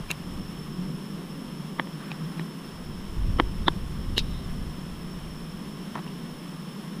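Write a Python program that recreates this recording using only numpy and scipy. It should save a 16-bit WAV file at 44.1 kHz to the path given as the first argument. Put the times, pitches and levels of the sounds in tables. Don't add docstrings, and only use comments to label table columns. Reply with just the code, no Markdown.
import sys
import numpy as np
from scipy import signal
from scipy.fft import rfft, irfft
from scipy.io import wavfile
from scipy.ndimage import uniform_filter1d

SR = 44100
rng = np.random.default_rng(int(sys.argv[2]) if len(sys.argv) > 2 else 0)


def level_to_linear(level):
    exponent = np.asarray(level, float) / 20
    return 10 ** exponent


def materialize(psi):
    bounded = np.clip(np.atleast_2d(psi).T, -1, 1)
    quanta = np.round(bounded * 32767).astype(np.int16)
    wavfile.write(sys.argv[1], SR, quanta)


N = 308700
TIME = np.arange(N) / SR


def level(x):
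    return x / np.sqrt(np.mean(x ** 2))


def band(x, hz, width_hz, order=1):
    edges = [hz - width_hz / 2, hz + width_hz / 2]
    return signal.sosfilt(signal.butter(order, edges, "bandpass", fs=SR, output="sos"), x)


def slice_hz(x, low_hz, high_hz):
    hz = np.fft.rfftfreq(N, 1 / SR)
    return irfft(rfft(x) * ((hz > low_hz) & (hz < high_hz)), N)


def walk(rate, size):
    knots = rng.standard_normal((size[0], 400))
    at = np.linspace(0, min(rate * N / SR, 398), size[1])
    return np.array([np.interp(at, np.arange(400), k) for k in knots]) * 1.2


def wander(rate):
    return walk(rate, (1, N))[0]


def coloured(points):
    hz, db = np.transpose(points)
    grid = np.log(np.fft.rfftfreq(N, 1 / SR) + 1)
    shape = level_to_linear(np.interp(grid, np.log(hz), db))
    return level(irfft(rfft(rng.standard_normal(N)) * shape, N))


def wing_beats(count=72, swerve=.045, swerve_rate=14, near_db=4, near_rate=10, cut_hz=124):
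    lowest_hz, spread_hz = 139.6, 44
    second_db, third_db = -12.5, -30
    size = (count, N // 4)
    seconds = np.arange(size[1]) * 4 / SR
    rank = (np.arange(count)[:, None] + .5) / count
    own_hz = lowest_hz + spread_hz * (-np.log(1 - rank)) ** .75
    own_hz = own_hz * (1 + .006 * seconds)
    beat_hz = own_hz * np.exp(swerve * walk(swerve_rate, size))
    phase = np.cumsum(2 * np.pi * beat_hz * 4 / SR, axis=1)
    stroke = np.sin(phase) + level_to_linear(second_db) * np.sin(2 * phase) + level_to_linear(third_db) * np.sin(3 * phase)
    nearness = level_to_linear(near_db * walk(near_rate, size))
    hum = signal.resample_poly((stroke * nearness).sum(axis=0), 4, 1)
    return level(signal.sosfilt(signal.butter(8, cut_hz, "highpass", fs=SR, output="sos"), hum))


# time in seconds, level in dB.
SWARM_LEVELS = [(0, -44), (.3, -37.5), (.85, -35), (1.6, -37), (2.3, -35.5), (2.9, -38.5), (3.7, -36.5),
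                (5, -37.5), (6, -37), (6.6, -39), (7, -36)]


def bees():
    return wing_beats() * level_to_linear(np.interp(TIME, *np.transpose(SWARM_LEVELS)))


def strike(s, contact_ms, modes, rise_ms=0.17, lead_ms=3, smear_ms=7.5):
    out = np.zeros(N)
    ms = (np.arange(4096) - 2048) * 1000 / SR
    push = np.where(ms > 0, np.exp(-ms / contact_ms), np.exp(np.minimum(ms, 0) / rise_ms))
    halo = np.exp(-.5 * ((ms + lead_ms) / smear_ms) ** 2)
    grit = rng.standard_normal((len(modes), 2, 4096))
    for (hz, width_hz, db, smear_db), noise in zip(modes, grit):
        scrape = contact_ms / 5 * np.sqrt(SR / width_hz / 4) + (hz / 5000) ** 2
        contact = (np.cos(2 * np.pi * hz * ms / 1000) + scrape * noise[0]) * push
        ring = band(contact, hz, width_hz, order=2)
        smear = halo * level(band(noise[1], hz + 80, .4 * width_hz, order=2))
        out[int(s * SR) - 2048:][:4096] += level_to_linear(db) * (ring / np.abs(ring).max() + level_to_linear(smear_db) * smear)
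    return out


# time in seconds, camera housing note in dB,
# thud in dB, crack in dB, contact in milliseconds.
STEM_SNAPS = [(0.104, -31, -28.5, -25, 8.7), (1.7968, -12, -21.5, -10.5, 0.66),
              (1.872, -33, -34, -35, 0.83), (2.117, -25, -39, -28.5, 0.51), (2.395, -29.5, -29.5, -28, 2),
              (3.3992, -2.5, -10.5, -7, 0.27), (3.681, -8, -15, -17, 2.2), (4.179, -23.5, -21, -19, 0.82),
              (5.9536, -22, -44, -33, 4.1), (5.961, -24.5, -44, -55, 3.2), (5.972, -27.5, -50, -48, 14),
              (5.989, -34, -32.5, -46, 7.3), (6.064, -38, -42, -44, 4.9), (6.075, -45, -48, -50, 4)]


def stems():
    hard_db, rebound_s, rebound_ms = -18, 0.00348, 1.5
    rebound_thud_db, rebound_crack_db = -3.5, -17
    edge_db = -9.5
    hits = list(STEM_SNAPS)
    for s, note, thud, crack, ms in STEM_SNAPS:
        if note > hard_db:
            hits.append((s + rebound_s, note + rebound_crack_db, thud + rebound_thud_db,
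                         crack + rebound_crack_db, rebound_ms))
    out = np.zeros(N)
    for s, note, thud, crack, ms in hits:
        out += strike(s, ms, [(338, 440, thud, -22), (1004, 896, note, -27.5),
                              (1815, 1300, crack, -35), (3140, 1900, crack + edge_db, -31)])
    return out


def steel(clacks, hiss_db):
    out = np.zeros(N)
    for s, ring, hz, grit, ms in clacks:
        hiss = grit + hiss_db
        out += strike(s, ms, [(hz, 720, ring, -19), (3800, 1800, grit, -24),
                              (6500, 2600, hiss - 4, -25), (10500, 7000, hiss - 3.5, -27)])
    return out


# time in seconds, ring in dB, ring pitch in Hz,
# grit in dB, contact in milliseconds.
BLADE_SLIDES = [
    (.103, -25, 2310, -37, 8),
    (.1129, -16.5, 2700, -21, 1.3),
    (4.1788, -16.5, 2880, -25, 3.9),
]


def shear_blades():
    return steel(BLADE_SLIDES, 0.5)


# time in seconds,
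# ring in dB, ring pitch in Hz, grit in dB, contact in milliseconds.
GRIP_KNOCKS = [
    (2.1166, -26.5, 2480, -32.5, 1.2),
    (2.3952, -35, 2370, -36, 1.1),
    (3.3992, -20, 3000, -38, 0.51),
    (3.6824, -10.5, 3550, -16.5, 0.86),
    (3.6832, -21, 1630, -40, 1.5),
    (4.18, -25, 3830, -11, 4.8),
    (4.189, -29, 2580, -18.5, 7.6),
    (5.99, -50, 3580, -44, 6),
    (6.076, -38, 2800, -51, 3.3),
]


def shear_grips():
    return steel(GRIP_KNOCKS, -21)


# start in seconds, build-up in seconds, hold in seconds,
# peak in dB, dying away in dB per second.
GUST_TIMES = [
    (-.1, 0.14, 0.071, -39, 10),
    (2.6, .62, 0.89, -30.5, 10.5),
]


def gust_db():
    calm_db = -57
    rows = []
    for s, rise, hold, db, fade in GUST_TIMES:
        build = np.interp(TIME, [s, s + rise], [calm_db, db])
        rows.append(build - fade * np.maximum(TIME - s - rise - hold, 0))
    return np.maximum(np.max(rows, axis=0), calm_db) + 1.85 * wander(6)


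# pitch in Hz, strength in dB per Hz.
WIND_COLOUR = [
    (15, -0.5),
    (30, 2.5),
    (60, -2.5),
    (110, -6.5),
    (250, -19.5),
    (600, -92),
]


def wind(flutter_db=1.6):
    rumble = level(coloured(WIND_COLOUR) * level_to_linear(flutter_db * wander(9.3)))
    return rumble * level_to_linear(gust_db())


def cicadas(count=8, drift=.004, throb_db=3, blur_db=-3.5):
    chorus_hz, width_hz = 5320, 270
    hz = chorus_hz + width_hz * np.linspace(-.5, .5, count)[:, None]
    phase = np.cumsum(2 * np.pi * hz * np.exp(drift * walk(8.8, (count, N))) / SR, axis=1)
    singers = (np.sin(phase) * level_to_linear(throb_db * walk(45, (count, N)))).sum(axis=0)
    blur = band(rng.standard_normal(N), chorus_hz, width_hz, order=2)
    chorus = level(level(singers) + level_to_linear(blur_db) * level(blur))
    return chorus * level_to_linear(-56.5 + 0.1 * TIME)


def nearer_cicada(throb_db=3):
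    peak_s, span_s, top_hz, sag_hz, peak_db = .6, .2, 5400, 25.47, -54.5
    away = ((TIME - peak_s) / span_s) ** 2
    phase = np.cumsum(2 * np.pi * (top_hz - sag_hz * np.minimum(away, 4)) / SR)
    return np.sin(phase) * np.exp(-away / 2) * level_to_linear(peak_db + throb_db * wander(25.8))


def shaken_leaves():
    start_s, start_db, fade_db_per_s = 2, -48, 27
    fading = (TIME > start_s) * level_to_linear(start_db - fade_db_per_s * np.abs(TIME - start_s))
    return fading * level(band(rng.standard_normal(N), 1290, 910, order=2))


# pitch in Hz, strength in dB per Hz.
LEAF_COLOUR = [(100, -27), (300, 4), (520, -2), (800, -4.5), (1090, 0.5), (1400, -6), (1700, -6.5),
               (2400, -11), (3180, -5.5), (3900, -13.5), (4850, -17), (7200, -20.5), (9700, -17.5),
               (10000, -13.5), (10400, -19), (15200, -25)]


def leaves():
    return coloured(LEAF_COLOUR) * level_to_linear(-46.5 + 0.5 * wander(12))


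# time in seconds, upper note in Hz, level in dB.
BIRD_NOTES = [
    (4.2, 3850, -62),
    (4.28, 3900, -62),
    (4.31, 3960, -57),
    (4.4, 4030, -58),
    (4.46, 3850, -63),
    (4.5, 3800, -80),
]


def bird(lower=.93, blur_hz=80):
    s, hz, db = np.transpose(BIRD_NOTES)
    phase = np.cumsum(2 * np.pi * np.interp(TIME, s, hz) / SR)
    flutter = level(slice_hz(rng.standard_normal((2, N)), 0, blur_hz))
    upper_note = (1 + 0.45 * flutter[0]) * np.sin(phase)
    lower_note = 1.2 * flutter[1] * np.sin(lower * phase)
    return (upper_note + lower_note) * level_to_linear(np.interp(TIME, s, db, -120, -120))


# pitch in Hz, level in dB.
WHINE_TONES = [
    (9975, -82),
    (11138, -92),
    (11999, -100),
    (12861, -79),
    (14853, -74),
]


def electronics():
    out = np.zeros(N)
    for hz, db in WHINE_TONES:
        out += np.sqrt(2) * level_to_linear(db) * np.sin(2 * np.pi * hz * TIME + 1.6 * wander(7.7))
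    return out


def scene():
    mono = bees() + stems() + shear_blades() + shear_grips() + wind()
    mono = mono + cicadas() + nearer_cicada() + shaken_leaves() + leaves() + bird() + electronics()
    return np.array([mono, mono])


def roll_off(x):
    return signal.sosfilt(signal.butter(12, 15770, fs=SR, output="sos"), x)


# start in seconds, end in seconds.
TREBLE_GAPS = [
    (0, .05),
    (.13, .18),
    (1.22, 1.27),
    (1.37, 1.41),
    (1.85, 2.28),
    (2.5, 3.38),
    (3.45, 3.64),
    (3.72, 4.15),
    (4.21, 7),
]


def record(dry):
    top_hz = 15300
    spans = sum(1. * ((TIME >= a) & (TIME < b)) for a, b in TREBLE_GAPS)
    lost = uniform_filter1d(spans, size=300)
    mono = slice_hz(dry[0], 0, top_hz)
    mono = mono - lost * slice_hz(mono, 11130, 11800)
    edge = lost * level_to_linear(-72.0) * level(slice_hz(rng.standard_normal((2, N)), 11530, 11800))
    crumbs = level_to_linear(-87 + 10 * wander(14)) * level(slice_hz(rng.standard_normal(N), 11000, top_hz))
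    return roll_off(mono + edge + np.array([crumbs, -crumbs]))


dry = scene()
out = record(dry)
materialize(out)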